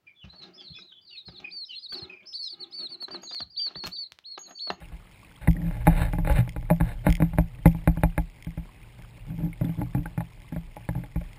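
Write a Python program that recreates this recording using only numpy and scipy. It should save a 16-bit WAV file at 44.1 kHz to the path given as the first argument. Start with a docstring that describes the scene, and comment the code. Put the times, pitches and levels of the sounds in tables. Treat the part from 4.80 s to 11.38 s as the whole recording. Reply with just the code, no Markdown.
"""Wavelets slap a waterproof camera case, half sunk at the edge of a shallow river.
Every push rings the same hollow case modes; water sluices over it and gurgles under it.
Trapped air rings as bubbles, drops tick nearby, and a riffle runs over stones behind.
The camera samples at a low rate and holds each sample, adding a thin metallic sheen."""
import sys
import numpy as np
from scipy import signal
from scipy.fft import rfft, irfft
from scipy.io import wavfile
from scipy.ndimage import uniform_filter1d

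SR = 44100
rng = np.random.default_rng(int(sys.argv[2]) if len(sys.argv) > 2 else 0)


def master_out(mix):
    """Clip the mix to full scale and print it as 16-bit PCM to the path in sys.argv[1]."""
    frames = np.transpose(np.atleast_2d(mix))
    ceiling = np.clip(frames, -1, 1)
    pcm = np.round(ceiling * 32767).astype(np.int16)
    wavfile.write(sys.argv[1], SR, pcm)


N = 290178
TIME = np.arange(N) / SR


def undb(db):
    """Decibels to gain."""
    return 10 ** (np.asarray(db) / 20)


def add(track, start_s, sound):
    """Mix a sound into the track at start_s."""
    i = int(np.clip(start_s * SR, 0, N - 1))
    track[i:i + len(sound)] += sound[:N - i]


def through(x, response):
    """Convolve with an impulse response."""
    return signal.fftconvolve(x, response)[:N]


def colour(points, size=4096):
    """Minimum-phase impulse response from (f/Hz, level/dB) points."""
    hz, db = np.transpose(points)
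    grid_hz = np.maximum(np.arange(size // 2 + 1) * SR / size, 1)
    gain = undb(np.interp(np.log(grid_hz), np.log(hz), db))
    cepstrum = irfft(np.log(gain))
    cepstrum[1:size // 2] *= 2
    cepstrum[size // 2 + 1:] = 0
    return irfft(np.exp(rfft(cepstrum)))


def wander(rate_hz):
    """Random steps, smoothed twice; unit spread."""
    hold = max(int(SR / rate_hz), 2)
    steps = np.repeat(rng.standard_normal(N // hold + 1), hold)
    smooth = uniform_filter1d(uniform_filter1d(steps, hold), hold)[:N]
    return smooth / smooth.std()


def patter(rate_per_s, spread_db):
    """Tiny impacts at random times, a few much larger; unit rms."""
    size = undb(spread_db * np.minimum(rng.exponential(size=N), 5))
    hits = (rng.random(N) < rate_per_s / SR) * size * rng.choice([-1, 1], N)
    return hits / hits.std()


def surges(table, swell_s=0.016, drain_s=0.019):
    """Envelope of water surges: swell, hold, drain."""
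    envelope = np.zeros(N)
    for start_s, length_s, db in table:
        swell = np.clip((TIME - start_s) / swell_s, 0, 1)
        drain = np.exp(-np.maximum(TIME - start_s - length_s, 0) / drain_s)
        envelope += undb(db) * swell * drain
    return envelope


# modes of the half-sunk case: f/Hz, level/dB, t60/s
CASE_MODES = [(38, -24, 0.3), (59, -13.5, 0.12), (119, -23.5, 0.14), (166.8, -13.5, 0.17),
              (229, -21.5, 0.024), (293.6, -20.5, 0.091), (484, -28.5, 0.029), (565, -33, 0.048),
              (612, -20.5, 0.042), (704, -32.5, 0.09), (779, -38.5, 0.13), (836.8, -20, 0.049),
              (977, -33, 0.057), (1094, -27, 0.019), (1440, -23.5, 0.01), (1674, -17.5, 0.0083),
              (2057, -26, 0.0067), (2067, -28.5, 0.02), (2367, -36, 0.058), (3723, -22.5, 0.012),
              (4090, -31.5, 0.038)]


def case(push, band_hz=(33.3, 2570), lag_s=0.00099, lag_corner_hz=260):
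    """Every push rings the same modes; the walls cut the deepest sway and the treble."""
    t = TIME[:SR // 2]
    ring = sum(undb(db) * np.exp(-np.log(1000) * t / t60_s) * np.sin(2 * np.pi * hz * t)
               for hz, db, t60_s in CASE_MODES)
    walls = signal.butter(4, band_hz, "band", fs=SR, output="sos")
    ring = signal.sosfilt(walls, ring)
    # low bending waves travel slower and smear the blow
    grid_hz = np.arange(SR // 2 + 1)
    travel_s = lag_s * np.sqrt(1000 / (grid_hz + lag_corner_hz))
    smear = np.exp(-2j * np.pi * np.cumsum(np.maximum(travel_s - lag_s / 2, 0)))
    return through(push, irfft(rfft(ring, SR) * smear))


# water sheets over the case: t/s, length/s, level/dB
SHEETS = [(0, 0.012, -45.5), (.11, 0.027, -59), (0.6, 0.043, -48), (0.85, 0.17, -51.5), (1.052, 0.22, -39),
          (1.185, 0.038, -41), (1.45, 0.15, -37), (2.02, 0.105, -46), (2.235, 0.066, -40),
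          (2.41, 0.054, -54)]
# eddy strength: t/s, relative level/dB
EDDY_CURVE = [(0.0, -46), (0.58, -69), (0.84, -31), (1.43, -27.5), (1.7, -36.5), (2.55, -37), (2.69, -38.5),
              (3.28, -40), (3.45, -53), (5.22, -39), (5.44, -47), (6.58, -45)]
# push of churning water: f/Hz, level/dB
CHURN_SPECTRUM = [(30, 19.5), (60, 0.5), (120, 13), (170, -11), (300, -14), (500, -6.5), (1200, -14.5),
                  (4000, -74)]
# push of sluicing water: f/Hz, level/dB
SLUICE_SPECTRUM = [(60, -4), (300, -12), (500, -5), (900, -6), (1700, -1.5), (2500, -1), (3100, 12),
                   (3900, 5), (5500, 11.5)]


def wash(eddy_db=-20, stir_db=-12, trickle_db=-72, flutter_db=2, ripple_db=-7):
    """Eddies buffet the case and flick ripples at it; sheets patter over it and stir more eddies."""
    sheets = surges(SHEETS)
    eddies = undb(eddy_db + np.interp(TIME, *np.transpose(EDDY_CURVE)))
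    churn = through(rng.standard_normal(N), colour(CHURN_SPECTRUM))
    churn *= np.hypot(eddies, undb(stir_db) * sheets)
    sluice = through(patter(rate_per_s=3500, spread_db=3.75), colour(SLUICE_SPECTRUM))
    sluice *= np.hypot(sheets, undb(trickle_db))  # a thin film always runs
    ripples = undb(ripple_db) * eddies * patter(rate_per_s=20, spread_db=3.54)
    flutter = undb(flutter_db * wander(rate_hz=60))
    return churn + sluice * flutter + ripples


# riffle heard through the case: f/Hz, level/dB
RIFFLE_SPECTRUM = [(120, 17), (300, 7.5), (600, -0.5), (900, 3.5), (1400, -8.5), (1900, -5.5), (2400, -1),
                   (3300, -8), (5500, -15)]


def riffle(level_db=-54, bubble_db=-4, decay_cycles=8, rise=0.018, spread_db=3, count=4000):
    """Shallow water over stones: small bubbles ring and glide upward over a soft rush."""
    fizz = np.zeros(N)
    for when, pitch, size in rng.random((count, 3)):
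        hz = 1000 * 5 ** np.sqrt(pitch)  # 1-5 kHz
        cycles = np.arange(int(5 * decay_cycles * SR / hz)) * hz / SR
        phase = 2 * np.pi * cycles * (1 + rise * cycles / decay_cycles)
        ring = np.exp(-cycles / decay_cycles) * np.sin(phase)
        gain = undb(-spread_db * np.log(max(size, 0.005)))
        add(fizz, when * N / SR, gain * ring)
    water = undb(bubble_db) * fizz / fizz.std() + rng.standard_normal(N)
    water = through(water, colour(RIFFLE_SPECTRUM)) * undb(0.7 * wander(rate_hz=9))
    return water / water.std() * undb(level_db)


# drops landing nearby: t/s, relative level/dB
NEAR_DROPS = [(0.686, -45), (0.712, -39), (0.731, -44), (1.329, -41), (1.525, -37), (1.693, -35),
              (2.303, -29.5), (2.326, -26.5), (2.353, -29), (2.369, -38.5), (2.869, -40), (2.878, -35.5),
              (3.625, -40.5), (3.647, -41.5), (6.532, -45)]
# drop tick heard through the case: f/Hz, level/dB
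TICK_SPECTRUM = [(300, -26), (1400, -19.5), (2100, 20.5), (2700, 5), (3300, 12), (4100, -10.5), (5000, 6.5),
                 (5800, 6)]


def drops(near_db=16, far_db=-68):
    """Small drops fall constantly in the riffle; near ones land as single sharp ticks."""
    near = np.zeros(N)
    for start_s, db in NEAR_DROPS:
        add(near, start_s, undb([db + near_db]))
    far = undb(far_db) * patter(rate_per_s=110, spread_db=2.9)
    return through(near + far, colour(TICK_SPECTRUM))


# wavelets on the case: t/s, level/dB, heave re body/dB, knock re body/dB
WAVELETS = [(0.12, -33, 21, 7), (0.674, -14, -12, 9.5), (0.681, 5.5, 1, -14), (1.07, -7.5, 3.5, 12.5),
            (1.076, 4.5, -0.5, -2.5), (1.334, -6, -11, -3.5), (1.385, -4.5, -4.5, -6.5),
            (1.449, -12.5, -13, 1), (1.474, -13.5, -7, 10), (1.498, -14.5, 20.5, 10.5),
            (1.586, -6.5, -11, -10), (1.763, -18.5, 12, 6), (1.902, -19, 8, 19), (1.909, 6.5, -17, -15.5),
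            (2.002, -13, 9, 5), (2.009, -3, 7, -0.5), (2.267, 3.5, -10.5, 0), (2.287, 1, 5.5, -11),
            (2.402, -1.5, -7, -6), (2.422, 5.5, -15, -9), (2.534, -12.5, 4.5, -6), (2.585, 3, 1, -3),
            (2.857, 10, -3.5, -4.5), (2.947, -9.5, -2, -12), (3.075, 3, 2.5, -1), (3.172, -8, -2, -8.5),
            (3.235, 0.5, 3, 3), (3.379, -6, 6.5, 6), (3.668, -11.5, -0.5, -10.5), (3.775, -12.5, 4.5, -6.5),
            (4.632, -3.5, -15.5, -24), (4.812, -2, -17, -12.5), (4.845, 0.5, -31, -24.5),
            (4.893, -7, -9, -15.5), (5.016, 0.5, -16, -13), (5.149, -1.5, -34, -9), (5.257, -18, 2, 3),
            (5.377, -4, -17, -9.5), (5.406, -26.5, 11, 16), (5.723, -10.5, -11, -10), (5.762, -7, -5.5, -9),
            (5.967, -30, 6, 13.5), (6.089, -8, -0.5, -1.5), (6.151, -15.5, 3.5, -2.5), (6.237, -29, 3, 10),
            (6.359, -8, 5, -7.5), (6.412, -24.5, 4, 3.5)]
# heave, body, knock and slap bands of a wavelet's push: f/Hz
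PUSH_BANDS_HZ = [55, 200, 680, 1800]


def wavelets(crumble_db=-14, crumble_s=0.0025, spatter_db=-11.5, spatter_s=0.01,
             rustle_db=-23, rustle_s=0.0037, spray_cut_hz=420):
    """Firm wavelets push cleanly, weak ones crumble; all rustle before and spatter after."""
    push, spray = np.zeros(N), np.zeros(N)
    t = TIME[:SR // 8]
    spatter = undb(spatter_db) * np.exp(-t / spatter_s) / np.sqrt(spatter_s * SR / 2)
    rustle = undb(rustle_db) * np.exp(-t[:SR // 16] / rustle_s) / np.sqrt(rustle_s * SR / 2)
    for start_s, db, heave_db, knock_db in WAVELETS:
        slap_db = knock_db - 3
        clean_share = 1 / np.sqrt(1 + undb(crumble_db - db - knock_db) ** 2)
        clean_db = 20 * np.log10(clean_share)
        bands_db = [heave_db, 0, knock_db + clean_db, slap_db + clean_db]
        add(push, start_s, undb(db) * colour(np.c_[PUSH_BANDS_HZ, bands_db]))
        crumble = np.sqrt(1 - clean_share ** 2) * np.exp(-t / crumble_s) / np.sqrt(crumble_s * SR / 2)
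        envelope = np.r_[rustle[::-1], crumble + spatter]
        impact = colour(np.c_[PUSH_BANDS_HZ[2:], [knock_db, slap_db]])
        burst = signal.fftconvolve(envelope * rng.standard_normal(len(envelope)), impact)
        add(spray, start_s - len(rustle) / SR, undb(db) * burst)
    # spray is too light to move the deep modes
    low_cut = signal.butter(2, spray_cut_hz, "high", fs=SR, output="sos")
    return push + signal.sosfilt(low_cut, spray)


# trapped air, deep glugs to small plinks: t/s, f/Hz, level/dB
BUBBLES = [(0.561, 3300, -44.5), (0.676, 1955, -21.5), (0.766, 1880, -33.5), (0.817, 1845, -40),
           (1.076, 847, -18), (1.207, 110, -19.5), (1.499, 559, -18.5), (1.586, 120, -8),
           (1.909, 598, -11.5), (2.857, 535, -12.5), (2.857, 2010, -17.5), (4.73, 2190, -34),
           (4.809, 120, -17.5), (4.843, 264, -25.5), (4.851, 3480, -40), (5.017, 122, -21.5),
           (5.148, 132.4, -14.5), (5.258, 1570, -28), (5.375, 119.6, -21), (5.724, 241, -28),
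           (6.089, 120, -25), (6.157, 124, -19)]


def bubbles(cycles_at_1khz=44.4, rise=0.018):
    """Each air pocket swells within a cycle, rings and rises slightly; large ones ring longest."""
    track = np.zeros(N)
    t = TIME[:SR // 3]
    for start_s, hz, db in BUBBLES:
        t60_s = cycles_at_1khz * (hz / 1000) ** 0.3 / hz
        envelope = (1 - np.exp(-2 * hz * t)) * np.exp(-np.log(1000) * t / t60_s)
        phase = 2 * np.pi * hz * t * (1 + rise * t / t60_s)
        add(track, start_s, undb(db) * envelope * np.sin(phase))
    return track


# gurgles under the case: t/s, length/s, level/dB
GURGLES = [(0.74, 0.13, -42), (4.46, 0.072, -42.5), (4.57, 0.095, -38.5), (4.82, 0.044, -37),
           (4.97, 0.042, -34.5), (5.15, 0.03, -35), (6.16, 0.015, -36)]
# push of a gurgle: f/Hz, level/dB
GURGLE_SPECTRUM = [(60, -7.5), (160, -0.5), (300, -2.5), (700, -15), (1500, -20), (4000, -29)]


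def gurgles():
    """Water creeping under the case nudges it with quick runs of soft pushes."""
    nudges = patter(rate_per_s=900, spread_db=2) * surges(GURGLES)
    return through(nudges, colour(GURGLE_SPECTRUM))


def scene():
    """Water on the case, bubbles and drops beside it, riffle behind; mono."""
    push = wavelets() + wash() + gurgles()
    return (case(push) + bubbles() + drops() + riffle())[None]


def record(dry, rumble_hz=33, sample_hz=12000, alias_cut_hz=5680, top_hz=15200):
    """The deepest rumble is cut; sample-and-hold mirrors the sound faintly into the treble."""
    rumble_cut = signal.butter(2, rumble_hz, "high", fs=SR, output="sos")
    alias_cut = signal.butter(3, alias_cut_hz, fs=sample_hz, output="sos")
    top_cut = signal.ellip(8, 0.2, 70, top_hz, fs=SR, output="sos")
    heard = signal.sosfilt(rumble_cut, dry)
    sampled = signal.resample_poly(heard, sample_hz, SR, axis=1)
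    sampled = signal.sosfilt(alias_cut, sampled)
    held = np.repeat(sampled, 4, axis=1)
    held = signal.resample_poly(held, SR, 4 * sample_hz, axis=1)[:, :N]
    return signal.sosfilt(top_cut, held)


dry = scene()
out = record(dry)
master_out(out)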